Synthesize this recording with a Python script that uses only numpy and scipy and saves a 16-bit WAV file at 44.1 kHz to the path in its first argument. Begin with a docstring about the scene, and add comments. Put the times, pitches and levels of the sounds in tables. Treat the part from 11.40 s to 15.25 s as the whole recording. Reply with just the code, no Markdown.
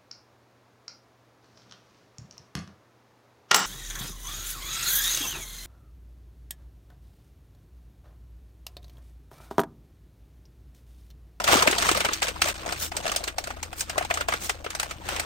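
"""Snack bag in a parked car

A foil-lined plastic bag is gripped, squeezed and pulled at close to a phone. Creases in the film
snap over, loud single ones above a dense fine crackle, and the air in the bag pops with them.
Fingers slide over the film and a palm thumps the full bag. The engine idles; the vents blow softly."""
import sys
import numpy as np
from scipy import signal
from scipy.fft import rfft, irfft, next_fast_len
from scipy.io import wavfile
from scipy.ndimage import uniform_filter1d, map_coordinates

SR = 44100
rng = np.random.default_rng(int(sys.argv[2]) if len(sys.argv) > 2 else 0)


def persist_wave(psi):
    """Save psi, clipped to +-1, as 16-bit WAV."""
    counts = np.round(np.clip(psi, -1, 1) * 32767).astype(np.int16)
    wavfile.write(sys.argv[1], SR, np.atleast_2d(counts).T)


N = 169785

POP_RISE_S, POP_T60_S, POP_SAG_PER_S = 0.002, 0.022, 25
# Crisp crackle colour, with a dip near 11 kHz and a steep cut above 16 kHz.
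# Each row: frequency in Hz, level in dB.
CRISP_COLOUR = [(590, -11.5), (1160, -5.5), (1370, -1), (2870, -5), (5230, -10.5), (8360, -12.5),
                (11200, -24.5), (15200, -21), (15900, -38), (16500, -97)]
# The hollow colour of air and chips in the bag. Each row: frequency in Hz, level in dB.
BAG_COLOUR = [(60, -29), (160, -5.5), (386, -2.5), (664, 1), (931, -4.5), (1170, -2.5), (1600, -7),
              (2080, -21), (3520, -120)]
# The loud creases. Each row: start in seconds, level in dB, pop and treble trims in dB, pop pitch in Hz.
CREASE_SNAPS = [(0.041, -15, -18, -6, 574), (0.077, -4.5, -21, -16.5, 1190), (0.169, -17.5, -7, -3.5, 1150),
                (0.224, -6.5, -11.5, -12, 1060), (0.274, -0.5, -21, -16, 630), (0.312, -24, -25, 4, 598),
                (0.328, -8, -18.5, -40, 420), (0.383, -17, -15, -2, 674), (0.423, -8.5, -15.5, -14, 1190),
                (0.489, -4, -15.5, -16.5, 1210), (0.514, -12.5, -10.5, -8.5, 360),
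                (0.549, -16.5, -7.5, -12.5, 1210), (0.573, -12.5, -13, -10, 584),
                (0.605, -7.5, -26, -16.5, 668), (0.649, -6.5, -27, -17.5, 583),
                (0.687, -12, -13.5, -42, 1250), (0.733, -17.5, -34, -3, 670),
                (0.82, -12.5, -15, -12.5, 746), (0.827, -11.5, -21, -9.5, 890),
                (0.883, -17.5, -17.5, -8, 533), (1.018, -6, -22.5, -10.5, 755), (1.058, -15, -15, -15, 614),
                (1.261, -28, -10, -8, 730), (1.324, -15, -15.5, -12.5, 710),
                (1.518, -20.5, -13, -16.5, 737), (1.567, -18.5, -17.5, -5, 890),
                (1.654, -22, -6.5, -14.5, 664), (1.666, -26, -3.5, -12, 650), (1.717, -19.5, -10, -7, 1170),
                (1.762, -14.5, -15.5, -5, 602), (1.839, -22, -15, -5, 1140), (1.877, -12.5, -27, -15, 420),
                (1.983, -20, -5.5, -5, 715), (2.04, -24.5, -20, -8, 720), (2.072, -24, -12, -9.5, 1420),
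                (2.104, -19, -17.5, -20, 775), (2.168, -39.5, -0.5, -12, 640),
                (2.229, -20, -15.5, -8.5, 853), (2.329, -25.5, -11.5, -12.5, 723),
                (2.408, -20.5, -34, -2, 1210), (2.497, -14, -21.5, -13.5, 695),
                (2.58, -10, -11.5, -15, 650), (2.61, -24.5, -3, -17, 690), (2.625, -17, -27, -22, 1240),
                (2.649, -20.5, -12.5, -13, 840), (2.701, -20, -10, -18, 1100),
                (2.708, -13, -10.5, -17.5, 693), (2.74, -19, -16, -6.5, 730),
                (2.773, -15.5, -12.5, -16, 1230), (2.809, -10, -16.5, -18.5, 1390),
                (2.885, -12, -9.5, -15.5, 702), (2.923, -12.5, -13, -19, 1205),
                (2.937, -13.5, -10, -17, 1460), (3.095, -10, -18.5, -13, 778),
                (3.244, -25.5, -11.5, -11.5, 680), (3.263, -16.5, -14, -32, 472),
                (3.304, -20.5, -36, -11, 1320), (3.35, -20, -15.5, -8.5, 675),
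                (3.398, -12.5, -17, -10.5, 1530), (3.43, -17.5, -14.5, -11.5, 855),
                (3.51, -18.5, -18.5, -15.5, 1300), (3.688, -15.5, -16.5, -12, 816),
                (3.763, -16, -21, -15, 970), (3.797, -12, -26, -12.5, 653)]


def snaps():
    """A crease creaks ever louder, lets go with a crack, pops the bag's air and dies in the cabin."""
    start, db, pop_db, treble_db, hz = np.transpose(CREASE_SNAPS)
    rise_s, crack_t60_s, cabin_t60_s, tick_t60_s = 0.0015, 0.03, 0.14, 0.0046
    thud_cut_hz, crack_cut_hz, crossover_hz = 260, 860, 3590
    t = np.arange(SR // 8) / SR
    shape = (1 - np.exp(-t / rise_s)) * (amp(-60 * t / crack_t60_s) + amp(-11 - 60 * t / cabin_t60_s))
    tick = amp(1 - 60 * t / tick_t60_s)
    lowpass = lambda f: 1 / (1 + (f / crossover_hz) ** 4)
    crack = bursts(start, db - 3.5, shape, CRISP_COLOUR)
    crack = filtered(crack, lambda f: lowpass(f) * f ** 2 / (f ** 2 + crack_cut_hz ** 2))
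    treble = bursts(start, db + treble_db + 8, shape + tick, CRISP_COLOUR)
    treble = filtered(treble, lambda f: 1 - lowpass(f))
    thud = bursts(start, db + pop_db, shape, BAG_COLOUR)
    thud = filtered(thud, lambda f: f ** 4 / (f ** 4 + thud_cut_hz ** 4))
    lead_in = t[:SR // 50]
    swell = np.exp((lead_in - lead_in[-1]) / 0.0031)
    creak = bursts(start - lead_in[-1], db - 19.5, swell, CRISP_COLOUR)
    phase = sagging_phase(hz, t - 2 * POP_RISE_S)
    pop = place(start, ring(db + pop_db + 17, t) * np.array([np.sin(phase), 0.5 * np.cos(phase)]))
    return creak + crack + treble + thud + pop


# How hard the film is worked. Each row: time in seconds, crackle level in dB, body trim in dB.
HAND_PRESSURE = [(0, -30.5, -7), (0.03, -34, -4), (0.09, -27.5, -3), (0.2, -23, -7.5), (0.255, -33.5, 1),
                 (0.36, -27, -8), (0.53, -30.5, -9), (0.659, -32, -2.5), (0.79, -39.5, -15.5),
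                 (0.861, -31.5, -7.5), (0.993, -47, 0.5), (1.04, -31, -12), (1.17, -41, -10),
                 (1.24, -38, 1.5), (1.475, -39, -17), (1.5, -58, -11), (1.54, -45.5, 1.2),
                 (1.689, -30.5, -9.5), (1.79, -42.5, -2.5), (1.95, -53, 2.5), (2.15, -49, -3),
                 (2.29, -54.5, -1), (2.46, -43.5, -11), (2.54, -46, 7), (2.68, -52.5, -5),
                 (2.76, -36, -8.5), (2.86, -63.5, 14), (2.911, -33.5, -9), (3.0, -41.5, -14),
                 (3.21, -53.5, 3), (3.46, -43, -7.5), (3.602, -50.5, -1.5), (3.66, -43, 1.5),
                 (3.85, -38, 0.5)]


def crackle():
    """Countless tiny creases give way in clumps, louder the harder the film is worked."""
    at, level_db, body_db = np.transpose(HAND_PRESSURE)
    grains_per_s, grain_t60_s = 1000, 0.014
    pip_hz, pip_octaves, pip_share = 720, 0.45, 0.6
    count = int(grains_per_s * N / SR)
    start = rng.random(count) * N / SR
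    size = np.minimum(rng.exponential(size=count), 2.6)
    tilt_db = 2.5 * rng.uniform(-1, 1, count)
    clump_db = 2 * wobble(40)[(start * SR).astype(int)]
    db = 3.5 * size + clump_db
    t = np.arange(SR // 30) / SR
    shape = (1 - np.exp(-t / 0.0003)) * amp(-60 * t / grain_t60_s)
    film = unit(bursts(start, db + tilt_db, shape, CRISP_COLOUR))
    body = unit(bursts(start, db - tilt_db, shape, BAG_COLOUR))
    few = slice(0, count // 10)  # one crease in ten also pops the air, at its own pitch
    hz = pip_hz * 2 ** (pip_octaves * rng.standard_normal((count, 1))[few])
    phase = 2 * np.pi * hz * t
    pips = unit(place(start[few], ring(db[few], t) * np.array([np.sin(phase), 0.5 * np.cos(phase)])))
    body = np.sqrt(1 - pip_share) * body + np.sqrt(pip_share) * pips
    time = np.arange(N) / SR
    return amp(np.interp(time, at, level_db)) * (film + amp(2.5 + np.interp(time, at, body_db)) * body)


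# Bright sliding hiss, with a notch near 11.5 kHz and a cut above 16 kHz.
# Each row: frequency in Hz, level in dB.
BRIGHT_COLOUR = [(2500, -5), (7000, 2.5), (9500, -1.5), (11500, -11.5), (14000, 1), (15900, -8.5),
                 (16500, -63)]
# Finger strokes. Each row: centre in seconds, length in seconds, level in dB, tilt towards bright in dB.
FINGER_STROKES = [(0.13, 0.06, -22.5, -4), (0.476, 0.091, -32.5, -3), (1.089, 0.039, -28.5, -3.5),
                  (1.434, 0.08, -38.5, 8.5), (2.402, 0.051, -40, 7.5), (3.046, 0.073, -38.5, 3),
                  (3.727, 0.13, -43, -9.5)]


def finger_slides():
    """Fingers rub over the film in soft, grainy swells of dull and bright hiss."""
    time, power = np.arange(N) / SR, np.zeros((2, N))
    for centre, length, db, tilt_db in FINGER_STROKES:
        swell = np.exp(-(2 * (time - centre) / length) ** 2)
        power += (amp(db + tilt_db * np.array([[-1], [1]])) * swell) ** 2
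    dull_gain, bright_gain = np.sqrt(power)
    hiss = lambda colour: coloured(patchy_noise(bins=2, frames=10), colour)
    dull = hiss(CRISP_COLOUR) + amp(-6) * hiss(BAG_COLOUR)
    return (dull * dull_gain + hiss(BRIGHT_COLOUR) * bright_gain) * amp(1.74 * wobble(300))


# Palm hits. Each row: start in seconds, level in dB, starting pitch in Hz.
PALM_HITS = [(0.13, -7.5, 398), (0.155, -5.5, 286), (0.279, -8, 328), (2.886, -23, 374)]


def palm_thumps():
    """The palm hits the full bag: a low, hollow thump of a few cycles."""
    start, db, hz = np.transpose(PALM_HITS)
    t = np.arange(SR // 8) / SR
    thump = ring(db, t, t60_s=0.02) * np.sin(sagging_phase(hz, t))
    return place(start, np.array([thump, thump]))


# The engine's hum. Each row: pitch in Hz, relative level in dB.
ENGINE_TONES = [(26.9, -61.5), (53.8, -51.5), (80.7, -50.5), (107.5, -67), (325, -60)]
# Low vent rush, plus a separate faint hiss near 14.5 kHz above a dip.
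# Each row: frequency in Hz, level in dB.
BED_COLOUR = [(15, -30), (25, -11), (100, -4.5), (373, -13.5), (451, -36), (1940, -47), (11800, -51),
              (14500, -31), (16000, -51)]


def engine_and_vents():
    """The engine idles a little unsteadily under the soft rush of the vents."""
    phase_per_hz = 2 * np.pi * np.cumsum(1 + 0.0078 * wobble(2.9)) / SR
    hum = sum(amp(db + 4.5 + 3 * wobble(8.02)) * np.sin(hz * phase_per_hz + rng.uniform(0, 2 * np.pi))
              for hz, db in ENGINE_TONES)
    rush = coloured(rng.standard_normal((2, N)), BED_COLOUR)
    return amp(-51 + 1.3 * wobble(7.65)) * rush + hum * [[1], [0]]  # hum in the mid only


def ring(db, t, t60_s=POP_T60_S):
    """Envelopes of the bag's air ringing: a quick rise and a short decay."""
    return amp(db[:, None] - 60 * t / t60_s) * (1 - np.exp(-t / POP_RISE_S))


def sagging_phase(hz, t):
    """Phases of tones whose pitch falls away from hz."""
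    return 2 * np.pi * hz[:, None] * (1 - np.exp(-POP_SAG_PER_S * t)) / POP_SAG_PER_S


def bursts(start, db, shape, colour):
    """Mid and side noise bursts of one envelope and colour; overlaps add in power."""
    power = place(start, (amp(db)[:, None] * shape)[None] ** 2)
    return coloured(patchy_noise(), colour) * np.sqrt(power)


def patchy_noise(bins=5, frames=5, depth_db=2.5):
    """Two noises sharing patches of random gain, so no two creases have the same colour."""
    spectra = signal.stft(rng.standard_normal((2, N)), nperseg=256)[2]
    patches = uniform_filter1d(rng.standard_normal(spectra.shape[1:]), size=bins, axis=0)
    patches = uniform_filter1d(patches, size=frames, axis=1)
    return signal.istft(spectra * amp(depth_db * unit(patches)), nperseg=256)[1][:, :N]


def place(start, sounds):
    """Sums short sounds (channels x events x samples) at their starts in seconds."""
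    at = (np.round(start * SR).astype(int)[:, None] + np.arange(sounds.shape[2])).ravel()
    return np.array([np.bincount(at, channel.ravel(), N + SR)[:N] for channel in sounds])


def coloured(noise, colour):
    """Noise through an EQ curve, at unit RMS."""
    return unit(filtered(noise, lambda hz: amp(along(colour, hz))))


def filtered(x, response):
    """Applies a complex frequency response."""
    size = next_fast_len(N + 8192)
    return irfft(rfft(x, size) * response(np.fft.rfftfreq(size, 1 / SR)), size)[..., :N]


def wobble(rate):
    """A smooth random curve, rate knots a second."""
    return map_coordinates(rng.standard_normal(int(N * rate / SR) + 4), [np.arange(N) * rate / SR])


def along(points, hz):
    """Reads (Hz, value) points on a log frequency axis."""
    freqs, values = np.transpose(points)
    return np.interp(np.log(hz + 1), np.log(freqs + 1), values)


def amp(db):
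    return 10 ** (np.asarray(db) / 20)


def unit(x):
    return x / np.sqrt(np.mean(x ** 2) + 1e-20)


# Phase between the phone's two mic ports. Each row: frequency in Hz, left's lead in radians.
LEFT_LEAD = [(0, 0.5), (1210, 1.22), (2500, 5.5), (4480, 6.5), (6030, 7.5), (7320, 3.5), (8960, 8),
             (10400, 3.5), (12700, 2.5), (14000, 0.8)]
# Stereo balance. Each row: frequency in Hz, left over right in dB.
LEFT_BALANCE = [(40, 7.5), (150, 0.5), (700, 5), (1400, 0), (15000, 0.2)]
# Stereo focus. Each row: frequency in Hz, left-right likeness from 0 to 1.
LIKENESS = [(40, 0.92), (120, 0.95), (500, 0.51), (2500, 0.33), (6000, 0.25), (12000, 0.91)]


def scene():
    """Bag and car, mixed as mid and side, reach the phone's two mic ports."""
    mid, side = snaps() + crackle() + finger_slides() + palm_thumps() + engine_and_vents()
    sign = np.array([[1], [-1]])
    width = lambda hz: np.arccos(np.clip(along(LIKENESS, hz), 0, 1)) / 2
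    lead = lambda hz: np.interp(hz, *np.transpose(LEFT_LEAD))
    ports = lambda hz: amp(sign * along(LEFT_BALANCE, hz) / 2) * np.exp(0.5j * sign * lead(hz))
    centre = filtered(mid, lambda hz: ports(hz) * np.cos(width(hz)))
    spread = filtered(side, lambda hz: sign * ports(hz) * np.sin(width(hz)))
    return centre + spread


def record(dry):
    """A brick-wall high cut takes off the very top."""
    return filtered(dry, lambda hz: hz < 16950)


dry = scene()
out = record(dry)
persist_wave(out)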